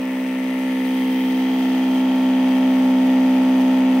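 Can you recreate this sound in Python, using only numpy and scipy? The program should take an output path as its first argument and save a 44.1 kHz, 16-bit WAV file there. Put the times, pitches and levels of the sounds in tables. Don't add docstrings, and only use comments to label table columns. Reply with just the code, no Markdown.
import sys
import numpy as np
from scipy import signal
from scipy.fft import rfft, irfft, next_fast_len
from scipy.io import wavfile
from scipy.ndimage import map_coordinates

SR = 44100
rng = np.random.default_rng(int(sys.argv[2]) if len(sys.argv) > 2 else 0)


def pcm_store(signal):
    levels = np.round(np.clip(np.atleast_2d(signal), -1, 1) * 32767)
    wavfile.write(sys.argv[1], SR, levels.astype(np.int16).T)


N = 176400
TIME = np.arange(N) / SR
SHAFT_HZ, DRIFT_HZ, FLUTTER_HZ = 64.66, 0.0398, 0.101
SWEEP_TURNS = 11.33


# shaft order, relative level in dB.
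HUM_ORDERS = [(2, -49), (3, -14.5), (4, 1), (5, -20)]
# time in seconds, gain in dB.
FIFTH_SWELL = [(.2, 0.5), (1.3, 3), (1.8, 4), (2.6, -3), (3.4, 0)]

def motor_hum(turns, approach_db):
    fifth_db, = curves(FIFTH_SWELL)
    side_db = 0.72 * approach_db
    swell_db = {4: approach_db, 5: side_db + fifth_db}
    return sum(partial(turns, k, db + swell_db.get(k, side_db), waver_db=0.11, lead=SWEEP_TURNS / k)
               for k, db in HUM_ORDERS)


# shaft order, relative level in dB.
KNOCK_ORDERS = [(6, -25), (7, -20), (8, -20), (9, -20.5), (10, -22.5), (11, -26), (12, -27.5), (13, -23.5),
                (14, -21)]
# time in seconds, delay in turns per order, odd-order shift in cycles.
KNOCK_SMEAR = [(.3, .01, 0), (1.3, .045, .03), (2.3, .07, .16)]

def diaphragm_knock(turns, approach_db):
    smear, split = curves(KNOCK_SMEAR)
    out = 0
    for k, db in KNOCK_ORDERS:
        level_db = db + 0.73 * approach_db - ground_dip(k * SHAFT_HZ, TIME, width_hz=74)
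        lead = SWEEP_TURNS / k + smear * (k - 10) ** 2 / 2 + split * (k % 2)
        out = out + partial(turns, k, level_db, waver_db=0.63, lead=lead)
    return out


# frequency in Hz, relative level of an order there in dB.
BUZZ_COLOUR = [(970, -29.5), (1100, -28.5), (1230, -38), (1350, -30.5), (1420, -43.5), (1620, -39)]
# time in seconds, gain in dB.
BUZZ_FADER = [(0, -6), (1, -7), (1.7, -6), (2.1, -3), (2.6, -3), (4, -3)]

def tank_buzz(turns, approach_db):
    gain_db = curves(BUZZ_FADER)[0] + 0.1 * approach_db
    return sum(partial(turns, k, along(BUZZ_COLOUR, k * SHAFT_HZ) + gain_db,
                       waver_db=1.7, lead=rng.random()) for k in range(15, 26))


# frequency in Hz, relative level of an order there in dB.
WHIRR_COLOUR = [(1680, -44), (1770, -35), (1875, -43.5), (1940, -35), (2010, -42.5), (2130, -43),
                (2260, -40), (2390, -38.5), (2455, -38), (2540, -40.5), (2700, -38.5), (2800, -43.5),
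                (3230, -48.5), (3600, -76)]

def casing_whirr(turns):
    return sum(partial(turns, k, along(WHIRR_COLOUR, k * SHAFT_HZ), waver_db=2.46, lead=rng.random())
               for k in range(26, 54))


# frequency in Hz, relative level in dB.
CHURN_COLOUR = [(200, -52), (350, -14), (450, -4.5), (600, -5.5), (860, 2.5), (1000, -9), (1150, -11),
                (1300, -6.5), (1550, -11.5), (2500, -35), (6000, -63)]
# time in seconds, level in dB.
CHURN_FADER = [(0, -41.5), (1.15, -43), (1.7, -37.5), (2.3, -39), (4, -37)]

def water_churn(turns, flow):
    churn = noise(colour(CHURN_COLOUR), flow * grit(turns, each_turn=0, each_pattern=.25))
    hz, seconds, spectrum = signal.stft(churn, SR, nperseg=2048)
    dip_db = 0.24 * ground_dip(hz[:, None], seconds, width_hz=115)
    hollowed = signal.istft(spectrum * amp(-dip_db), SR, nperseg=2048)[1][:, :N]
    return fader(CHURN_FADER) * hollowed


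# frequency in Hz, relative level in dB.
BOOM_COLOUR = [(25, -57), (55, -49), (85, -25.5), (130, -14.5), (175, -15.5), (235, 2.5), (285, -0.5),
               (350, -8.5), (450, -16.5), (800, -50)]

def tank_boom(flow, approach_db):
    return amp(-40.5 + 0.87 * approach_db) * noise(colour(BOOM_COLOUR), flow * rng.standard_normal((2, N)))


# frequency in Hz, relative level in dB.
RATTLE_COLOUR = [(300, -38), (1000, 1), (1550, -19.5), (1800, 4), (2300, 0.5), (2800, -3.5), (3150, -2.5),
                 (3500, -10), (3750, -10.5), (4900, -32), (7000, -29), (15000, -34)]
RASP_COLOUR = [(1500, -48), (2800, -3.5), (3100, 1.5), (3450, -1.5), (3750, -10.5), (4400, -12),
               (4850, -7.5), (5300, -30), (6200, -13), (7500, -23.5), (15000, -61)]
# time in seconds, level in dB.
RATTLE_FADER = [(0, -40.5), (.8, -41), (1.7, -42.5), (2.4, -39), (4, -39)]
RASP_FADER = [(0, -54), (.7, -45.5), (.95, -45), (1.25, -46.5), (1.55, -43.5), (2.3, -43.5), (2.8, -43),
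              (4, -43)]
# centre in Hz, width in Hz,
# loudest moment in seconds, half-length in seconds, level in dB.
CASING_RINGS = [(2014, 136, 0.99, 0.84, -42), (3188, 120, 1.79, 0.85, -44.5)]

def valve_rattle(turns):
    closings = strokes(turns, decay_turns=.15, second_db=-1.5, second_at=.57, floor=.33)
    chatter = lambda steady: (closings + steady) * grit(turns, each_turn=.16, each_pattern=.22)
    out = fader(RATTLE_FADER) * noise(colour(RATTLE_COLOUR), chatter(steady=0))
    out += fader(RASP_FADER) * noise(colour(RASP_COLOUR), chatter(steady=0.78))
    for centre, width, loudest_s, half_s, db in CASING_RINGS:
        resonance = lambda hz: 1j * hz * width / (centre ** 2 - hz ** 2 + 1j * hz * width)
        ring = lambda hz: resonance(hz) * np.exp(-((hz - centre) / (3 * width)) ** 2)
        facing = np.exp(-((TIME - loudest_s) / half_s) ** 6 / 2)
        out += amp(db) * facing * noise(ring, chatter(steady=0))
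    return out


# frequency in Hz, relative level in dB.
HISS_COLOUR = [(500, -5), (3000, 11.5), (5200, 5), (6100, 5), (6600, -5), (7100, -2.5), (8500, 1.5),
               (9800, 0.5), (11500, 1), (13000, 1), (14200, 1.5), (15200, 6.5), (15800, 0)]
# time in seconds, gain in dB.
HISS_FADER = [(0, -45.5), (.5, -44.5), (1, -42.5), (1.6, -41.5), (2.2, -44), (4, -44)]
# time and delay in seconds, gain.
SOIL_ECHO = [(0, 0.00013, 0.15), (.7, 0.000095, 0.2), (1.4, 0.000054, 0.23), (2.3, .000047, 0.042)]
# time in seconds, gain.
TANK_ECHO = [(1.5, 0.055), (2.7, 0.16)]

def joint_hiss(turns, tank_delay_s=0.000363):
    soil_delay_s, soil_gain = curves(SOIL_ECHO)
    tank_gain, = curves(TANK_ECHO)
    spits_db = 3.1 * rng.standard_normal(N) + 1.5 * wobble(400) + 0.56 * np.cos(4 * np.pi * turns)
    hiss = noise(colour(HISS_COLOUR), amp(spits_db) * rng.standard_normal((2, N)))
    delayed = np.arange(N) - soil_delay_s * SR
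    hiss += soil_gain * np.array([map_coordinates(port, [delayed]) for port in hiss])
    hiss += tank_gain * filtered(hiss, lambda hz: np.exp(-2j * np.pi * hz * tank_delay_s))
    return fader(HISS_FADER) * amp(0.53 * wobble(16)) * hiss


# time in seconds, centre in Hz, depth in dB.
GROUND_NOTCH = [(0, 747, 12), (.55, 760, 6), (.82, 630, 8), (1.15, 622, 10), (1.5, 577, 7), (1.9, 509, 5),
                (2.6, 447, 3.5)]

def ground_dip(hz, seconds, width_hz):
    notch_hz, depth_db = curves(GROUND_NOTCH, seconds)
    bell = lambda f: np.exp(-((f - notch_hz) / width_hz) ** 2)
    return depth_db * (bell(hz) - 0.2 * bell(hz + 140))


# frequency in Hz, left minus right in dB.
PORT_BALANCE = [(260, -0.3), (550, 0.5), (850, 0.5), (1200, -1), (1900, 4), (2600, 7), (3200, -1),
                (4500, 0), (5300, -3.5), (6200, -8.5), (7500, -6.5), (11000, -6), (14000, -6), (15300, -10)]
# frequency in Hz, phase in radians.
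PORT_PHASE = [(20, 0), (250, 0.19), (600, -0.1), (1200, 0.5), (2500, 1.15), (3100, 0.03), (4300, 1.7),
              (5500, 0.6), (7200, 2.5), (11000, 1.5), (15000, 4.5)]

def microphone(sound):
    sides = np.array([[.5], [-.5]])
    gain = lambda hz: amp(sides * along(PORT_BALANCE, hz))
    return filtered(sound, lambda hz: gain(hz) * np.exp(1j * sides * along(PORT_PHASE, hz)))


# frequency in Hz, left-right correlation.
PORT_LIKENESS = [(300, 0.99), (600, 0.83), (1000, 0.59), (2000, 0.34), (3200, 0.42), (5000, 0.15),
                 (15000, 0.13)]

def spread(hz):
    return np.arccos(np.clip(along(PORT_LIKENESS, hz), -1, .999)) / 2


def partial(turns, order, db, waver_db, lead):
    phase = 2 * np.pi * ((order * turns + lead) % 1)
    apart = spread(order * SHAFT_HZ) * np.array([[-1], [1]])
    return np.sqrt(2) * amp(db + waver_db * wobble(9)) * np.sin(phase + apart)


def strokes(turns, decay_turns, second_db, second_at, floor):
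    envelope = floor
    for lag, db in [(0, 0), (second_at, second_db)]:
        at = turns + 1 - lag
        strength = amp(db + rng.standard_normal(1024))[at.astype(int)]
        envelope = envelope + strength * np.exp(-(at % 1) / decay_turns)
    return envelope


def grit(turns, each_turn, each_pattern):
    out = np.sqrt(1 - each_turn - each_pattern) * rng.standard_normal((2, N))
    for share, period in [(each_turn, 1), (each_pattern, 3)]:
        orders = np.exp(2j * np.pi * rng.random((2, 240 * period)))
        cycle = irfft(orders, 8192 * period)
        position = (turns / period % 1 * cycle.shape[1]).astype(int)
        out += np.sqrt(share) * unit(cycle[:, position])
    return out


def noise(response, excitation):
    width = lambda hz: np.array([np.cos(spread(hz)), np.sin(spread(hz))])
    mid, side = filtered(excitation, lambda hz: response(hz) * width(hz))
    return unit(np.array([mid + side, mid - side]))


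def filtered(x, response):
    size = next_fast_len(N + 8192)
    return irfft(rfft(x, size) * response(np.fft.rfftfreq(size, 1 / SR)), size)[..., :N]


def wobble(rate):
    at = np.arange(0, N + 64, 64)
    coarse = map_coordinates(rng.standard_normal(2048), [at * rate / SR], mode="wrap")
    return np.interp(np.arange(N), at, coarse)


def curves(rows, seconds=TIME):
    times, *columns = np.transpose(rows)
    return [np.interp(seconds, times, column) for column in columns]


def along(points, hz):
    freqs, values = np.transpose(points)
    return np.interp(np.log(hz + 1), np.log(freqs + 1), values)


def colour(points):
    return lambda hz: amp(along(points, hz))


def fader(rows):
    return amp(curves(rows)[0])


def amp(db):
    return 10 ** (np.asarray(db) / 20)


def unit(x):
    return x / np.sqrt(np.mean(x ** 2) + 1e-20)


# time in seconds, gain on the hum in dB.
NEARNESS = [(0, -24.5), (.6, -23), (1.05, -20.5), (1.5, -20), (2, -18.5), (2.6, -17), (3.1, -16),
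            (4, -16.5)]

def scene():
    turns = np.cumsum(SHAFT_HZ + DRIFT_HZ * wobble(9) + FLUTTER_HZ * wobble(60)) / SR
    near_db, = curves(NEARNESS)
    close_db = near_db.max()
    approach_db = near_db - close_db
    pitched = motor_hum(turns, approach_db) + diaphragm_knock(turns, approach_db)
    pitched += tank_buzz(turns, approach_db) + casing_whirr(turns)
    flow = strokes(turns, decay_turns=.18, second_db=-1, second_at=.6, floor=.5)
    water = water_churn(turns, flow) + tank_boom(flow, approach_db)
    return microphone(amp(close_db) * pitched + water + valve_rattle(turns) + joint_hiss(turns))


def record(dry, top_hz=15780):
    return filtered(dry, lambda hz: hz < top_hz)


dry = scene()
out = record(dry)
pcm_store(out)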